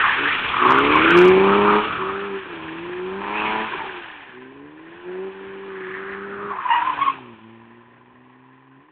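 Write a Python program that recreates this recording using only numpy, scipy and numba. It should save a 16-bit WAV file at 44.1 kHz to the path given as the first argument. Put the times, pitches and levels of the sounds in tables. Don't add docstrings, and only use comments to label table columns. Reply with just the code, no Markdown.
import sys
import numpy as np
from scipy import signal
from scipy.fft import rfft, irfft
from scipy.io import wavfile
from scipy.ndimage import uniform_filter1d
from numba import njit

SR = 44100
rng = np.random.default_rng(int(sys.argv[2]) if len(sys.argv) > 2 else 0)


def pcm_store(signal):
    levels = np.round(np.clip(np.atleast_2d(signal), -1, 1) * 32767)
    wavfile.write(sys.argv[1], SR, levels.astype(np.int16).T)


N = 392931
TIME = np.arange(N) / SR


def undb(db):
    return 10 ** (np.asarray(db) / 20)


def unit(x):
    return x / np.sqrt(np.mean(x ** 2))


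def steady(x):
    return x / np.sqrt(uniform_filter1d(x ** 2, size=6000) + 1e-12)


def curves(table):
    seconds, *columns = np.transpose(table)
    return [np.interp(TIME, seconds, column) for column in columns]


def wobble(rate):
    hold = max(int(SR / rate), 1)
    steps = np.repeat(rng.standard_normal(N // hold + 1), hold)
    return unit(uniform_filter1d(steps, hold)[:N])


def bursts(rows):
    power = sum(undb(2 * db) * np.exp(-np.minimum(((TIME - s) / half) ** 2, 60)) for s, db, half in rows)
    return np.sqrt(power)


def response(hz, spectrum):
    points, db = np.transpose(spectrum)
    return undb(np.interp(np.log(hz), np.log(points), db))


def colour(x, spectrum):
    hz = np.arange(N // 2 + 1) * SR / N + 1
    return irfft(rfft(x) * response(hz, spectrum), N)


@njit
def band_pass(x, hz, width):
    y, band, low = np.empty(len(x)), 0., 0.
    for i in range(len(x)):
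        tuning, damping = np.tan(np.pi * hz[i] / SR), width / hz[i]
        swing = (band + tuning * (x[i] - low)) / (1 + tuning * (tuning + damping))
        band = 2 * swing - band
        low += 2 * tuning * swing
        y[i] = damping * swing
    return y


def ring(x, hz, width):
    centre = hz + np.zeros(N)
    return band_pass(band_pass(x, centre, float(width)), centre, float(width))


SWELLS = [(.14, .26, -27, -24.5, -28, -36, -2, 0.5), (0.587, 1.171, -19.5, -16.5, -22, -30.5, -7.5, 1),
          (1.107, 1.78, -7, -13, -22.5, -25, 1, -3), (1.966, 2.36, -20.5, -16, -32, -37.5, -4, -12.5),
          (2.44, 3.2, -27, -14.5, -31.5, -30, 1, -6.5), (3.173, 3.623, -22.5, -16.5, -25, -25, 1.5, 3),
          (3.753, 3.994, -29.5, -26, -33, -29, -6, -5.5),
          (4.308, 5.06, -26.5, -29.5, -35.5, -46, -3.5, -1.5),
          (5.027, 5.28, -16, -14.5, -30.5, -38, -2.5, -2.5), (5.3, 6.506, -22, -17, -32.5, -41, -2, -8.5),
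          (6.724, 7.33, -31, -23, -35.5, -45, -0.5, -8.5), (7.38, 7.803, -24.5, -29, -42, -40, -0.5, -8.5),
          (7.795, 8.79, -34, -29.5, -43, -42, 3.5, -11)]


def swell_gain(first_db, last_db, coast_db):
    rise_s, fade_s = .06, .041
    gain = undb(coast_db) + np.zeros(N)
    for (start, release, *_), first, last in zip(SWELLS, first_db, last_db):
        rise = np.clip((TIME - start) / rise_s, 0, 1)
        fade = np.exp(-np.clip((TIME - release) / fade_s, 0, 20))
        level = undb(np.interp(TIME, [start, release], [first, last]))
        gain = np.maximum(gain, rise * fade * level)
    return gain


def exhaust_gains(hz):
    _, _, first_db, last_db, boom_db, snarl_db, firing_db, third_db = np.transpose(SWELLS)
    note = [swell_gain(first_db + db, last_db + db, coast_db=-38.5 + np.mean(db))
            for db in (firing_db, 0, third_db, -17)]
    harsh_from_hz, harsh_span_hz = 178.5, 35.3
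    harsh = np.clip((hz - harsh_from_hz) / harsh_span_hz, 0, 1)
    boom = swell_gain(boom_db, boom_db, coast_db=-43) * undb(4 * harsh)
    snarl = swell_gain(snarl_db, snarl_db, coast_db=-44) * undb(12.5 * harsh)
    return note, boom, snarl


# frequency in Hz, gain in dB.
PIPE = [(110, -13.5), (150, -16), (180, -16.5), (205, -8), (240, -6.5), (290, -2), (355, -1.5), (385, -3),
        (420, -3.5), (470, -17.5), (560, -22), (650, -15.5), (780, -9.5), (880, -17.5)]


def exhaust_note(hz, harmonics, gains):
    return np.sqrt(2) * sum(gain * response(k * hz, PIPE) * wave.imag * undb(1.1 * wobble(12))
                            for k, (gain, wave) in enumerate(zip(gains, harmonics), 1))


# pulse size in dB, shift in arrival time in seconds.
CYLINDERS = [(2, 0), (-3.5, .0003), (3, .00003), (-1, .00042), (0, -.00006), (-3, .00023)]


def firings(fired, scatter_db, jitter_s):
    number = np.arange(1, int(fired[-1]))
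    db, lag = np.array(CYLINDERS)[number % len(CYLINDERS)].T
    chance = rng.standard_normal((len(number), 2))
    seconds = np.interp(number, fired, TIME) + lag + jitter_s * chance[:, 0]
    size = undb(db + scatter_db * chance[:, 1])
    at = np.clip(seconds, 0, TIME[-3]) * SR
    sample, share = at.astype(int), at % 1
    return np.bincount(sample, size * (1 - share), N) + np.bincount(sample + 1, size * share, N)


# frequency in Hz, gain in dB.
SILENCER = [(120, -29), (230, -12), (320, 2), (420, -3.5), (500, -9.5), (600, -16), (760, -39)]


def silencer_boom(fired, harmonics):
    pulses = firings(fired, scatter_db=3, jitter_s=.00007)
    even = sum(2 * np.real(uniform_filter1d(pulses / wave, size=2200) * wave) for wave in harmonics)
    return undb(-2.5) * steady(colour(pulses - even, SILENCER))


# frequency in Hz, gain in dB.
TAILPIPE = [(450, -37), (660, -17.5), (760, -3), (900, 1.5), (1020, 3), (1150, -10), (1350, -8),
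            (1600, -19), (2000, -23.5), (2400, -11), (3200, -26.5)]


def tailpipe_snarl(fired):
    fronts = firings(fired, scatter_db=1.4, jitter_s=.000045)
    return undb(-3) * steady(colour(fronts, TAILPIPE))


# frequency in Hz, base width in Hz, gain in dB.
RATTLE = [(1015, 100, 2), (870, 160, -6), (1834, 240, -8.5), (2450, 380, -18)]


def gas_rattle(gas):
    return steady(sum(undb(db) * ring(gas, hz, 1.28 * width) for hz, width, db in RATTLE))


# time in seconds, firings per second.
REVS = [(0, 123.8), (.15, 129.9), (.27, 146), (.55, 118), (.66, 123.2), (1.22, 180.2), (1.55, 200.7),
        (1.84, 212.2), (1.99, 188.2), (2.26, 200.5), (2.38, 194.2), (2.6, 159.7), (2.71, 160.8),
        (2.9, 177.6), (3.03, 182.7), (3.33, 208.8), (3.66, 220.9), (4.05, 165.9), (4.33, 123.1),
        (4.49, 131.5), (4.96, 172.3), (5.26, 192.7), (5.66, 195), (5.86, 186.3), (6.0, 193), (6.5, 203.7),
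        (6.68, 164.6), (7.12, 138.5), (7.36, 109.4), (7.54, 113.8), (8.79, 134.8), (8.91, 162.2)]
# time in seconds, distance in metres.
PATH = [(0, 15), (1.1, 6.73), (1.75, 11.6), (2.6, 22.7), (4.6, 31.8), (7.2, 33), (8.91, 56)]


def engine():
    hz, = curves(REVS)
    nearness = 7 / curves(PATH)[0]
    note_gains, boom_gain, snarl_gain = exhaust_gains(hz)
    fired = np.cumsum(hz * (1 + .003 * wobble(30))) / SR
    harmonics = [np.exp(2j * np.pi * k * fired) for k in (1, 2, 3, 4)]
    note = exhaust_note(hz, harmonics, note_gains)
    boom = boom_gain * silencer_boom(fired, harmonics)
    snarl = snarl_gain * tailpipe_snarl(fired)
    each_round = .42 + np.exp(-(fired / len(CYLINDERS) % 1) / .22)
    gas = rng.standard_normal(N) * np.exp(-(fired % 1) / .76) * each_round
    rattle = np.hypot(undb(-9) * snarl_gain, undb(-39.5)) * gas_rattle(gas)
    return nearness * (note + boom + snarl + rattle) + sputter(gas)


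def tread_ring(hz, width, wander, flutter_db):
    slips = rng.standard_normal(N) * undb(2.7 * wobble(700))
    pitch = hz * (1 + wander * wobble(22))
    return steady(ring(slips, pitch, width)) * undb(flutter_db * wobble(70))


# time in seconds, pitch in Hz, strength in dB, half length in seconds.
DIGS = [(0.051, 1113, -18, 0.061), (.31, 1160, -23.5, 0.02), (0.703, 1146, -12.5, 0.1),
        (0.946, 1200, -16.5, 0.045), (1.094, 1320, -16, 0.13), (1.503, 1110, -19, 0.055),
        (1.712, 1218, -16.5, 0.069), (1.983, 1223, -25.5, 0.18), (3.53, 1083, -32.5, 0.16),
        (3.79, 956, -32, 0.093), (5.15, 865, -54.5, 0.16), (6.3, 1350, -41.5, 0.23),
        (6.534, 1150, -30, 0.12), (6.873, 1024, -32, 0.21)]


def tyre_scrub(scrub_db):
    digging = bursts((s, db, half) for s, _, db, half in DIGS)
    low_gain = np.hypot(undb(-1) * digging, undb(scrub_db - 6.5))
    low = low_gain * tread_ring(curves(DIGS)[0], width=377, wander=.052, flutter_db=.5)
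    high_gain = undb(scrub_db - 1.5 + 1.8 * wobble(14))
    return low + high_gain * tread_ring(1672, width=610, wander=.04, flutter_db=.94)


# time in seconds, pitch in Hz, level in dB, half length in seconds.
SCRAPES = [(.05, 1620, -17.5, .06), (0.293, 1864, -22, 0.036), (1.081, 2370, -25.5, 0.26),
           (3.44, 2364, -28, 0.073)]


def tyre_scrapes():
    swell = bursts((s, db, half) for s, _, db, half in SCRAPES)
    return swell * tread_ring(curves(SCRAPES)[0], width=420, wander=.036, flutter_db=2)


# frequency in Hz, gain in dB.
SPRAY = [(200, -11.5), (450, -6.5), (650, -11), (900, 0), (1400, 0.5), (1950, -11), (2350, 5.5),
         (2800, 1.5), (3400, -1.5), (4200, -15.5)]


def spray(spray_db):
    hiss = unit(colour(rng.standard_normal(N), SPRAY))
    return hiss * undb(spray_db + .6 + 1.5 * wobble(90))


# time in seconds, scrub in dB, spray in dB.
SLIDE = [(0, -25, -25), (.35, -26.5, -25), (.65, -30, -26.5), (1.12, -23, -22), (1.35, -31, -30),
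         (1.85, -36, -29.5), (2.2, -36.5, -39.5), (2.8, -41, -41), (3.2, -37.5, -44.5), (3.47, -32, -30),
         (4.1, -39, -42), (4.62, -54.5, -59), (5.1, -44, -50), (5.5, -43.5, -50.5), (5.9, -35, -50.5),
         (6.55, -37.5, -53), (6.74, -28, -39.5), (7.06, -37, -36.5), (7.28, -58, -53), (7.75, -59.5, -63.5),
         (8.91, -61, -69)]


def sliding_tyres():
    scrub_db, spray_db = curves(SLIDE)
    return tyre_scrub(scrub_db) + tyre_scrapes() + spray(spray_db)


# frequency in Hz, gain in dB.
RUMBLE_TONE = [(20, -25.5), (45, -16.5), (80, -2), (110, -3), (150, -3), (300, 0), (500, -4.5), (720, -7),
               (950, -23), (3000, -38)]
# time in seconds, level in dB.
RUMBLE_LEVELS = [(0, -46.5), (.5, -43), (.77, -28.5), (1.75, -33), (2.4, -49), (3.55, -41.5), (4.3, -57),
                 (5.5, -53), (6.0, -48.5), (7.05, -49), (7.4, -58.5), (8.91, -64)]


def rumble():
    noise = unit(colour(rng.standard_normal(N), RUMBLE_TONE))
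    return noise * undb(curves(RUMBLE_LEVELS)[0] + 2.2 * wobble(12))


# time in seconds, level in dB, half length in seconds.
SPUTTERS = [(.22, -34.5, .04), (1.875, -30, 0.021), (2.49, -42.5, 0.044), (3.74, -35, 0.024),
            (3.86, -40.5, 0.052)]


def sputter(gas):
    return bursts(SPUTTERS) * steady(ring(gas, hz=368, width=150))


# time in seconds, strength in dB.
SQUEALS = [(6.516, -19), (6.593, -21), (6.662, -12), (6.691, -16.5), (6.708, -11), (6.72, -8.5),
           (6.738, -9), (6.763, -8.5), (6.779, -11.5), (6.794, -17), (6.824, -12), (6.855, -16),
           (6.876, -11.5), (6.899, -10.5), (6.932, -16.5), (7.019, -8.5), (7.031, -11), (7.083, -5.5),
           (7.101, -12), (7.119, -19)]
# time in seconds, pitch in Hz, overtones in dB.
SQUEAL_PITCH = [(6.52, 1128, -28), (6.66, 1025, -28), (6.715, 920.3, -7.5), (6.75, 968.4, -9),
                (6.81, 935, -24.5), (6.86, 1050, -25.5), (6.95, 997, -27), (7.03, 1085, -14),
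                (7.12, 1075, -26)]


def squeal():
    hz, overtone_db = curves(SQUEAL_PITCH)
    half_length_s = .0057
    swell = bursts((s, db, half_length_s) for s, db in SQUEALS)
    angle = 2 * np.pi * np.cumsum(hz * (1 + .01876 * wobble(350))) / SR
    second = np.sin(2 * angle + .33 * wobble(300))
    third = undb(-4.5) * np.sin(3 * angle + .57 * wobble(300))
    tone = undb(-2.5) * swell * (np.sin(angle) + undb(overtone_db) * (second + third))
    singing = undb(-10) * tread_ring(hz, width=160, wander=.025, flutter_db=2)
    shrill = undb(-25) * tread_ring(2490, width=190, wander=.015, flutter_db=2)
    return tone + uniform_filter1d(swell, size=4400) * (singing + shrill)


def hillside_echo(x, fade_s):
    echoes = rng.standard_normal(SR) * undb(-60 * TIME[:SR] / fade_s)
    return signal.fftconvolve(x, echoes / np.linalg.norm(echoes))[:N]


def scene():
    car = engine() + sliding_tyres() + rumble() + squeal()
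    return (car + undb(-21.5) * hillside_echo(car, fade_s=.27))[None]


def record(dry):
    dull_hz, band_hz, top_hz, overload = 3526, 4253, 15800, .7
    dull = signal.sosfilt(signal.butter(7, dull_hz, fs=SR, output="sos"), dry)
    narrow = signal.sosfilt(signal.ellip(8, .2, 70, band_hz, fs=SR, output="sos"), dull)
    clipped = np.clip(narrow, -overload, overload)
    return signal.sosfilt(signal.ellip(8, .2, 70, top_hz, fs=SR, output="sos"), clipped)


dry = scene()
out = record(dry)
pcm_store(out)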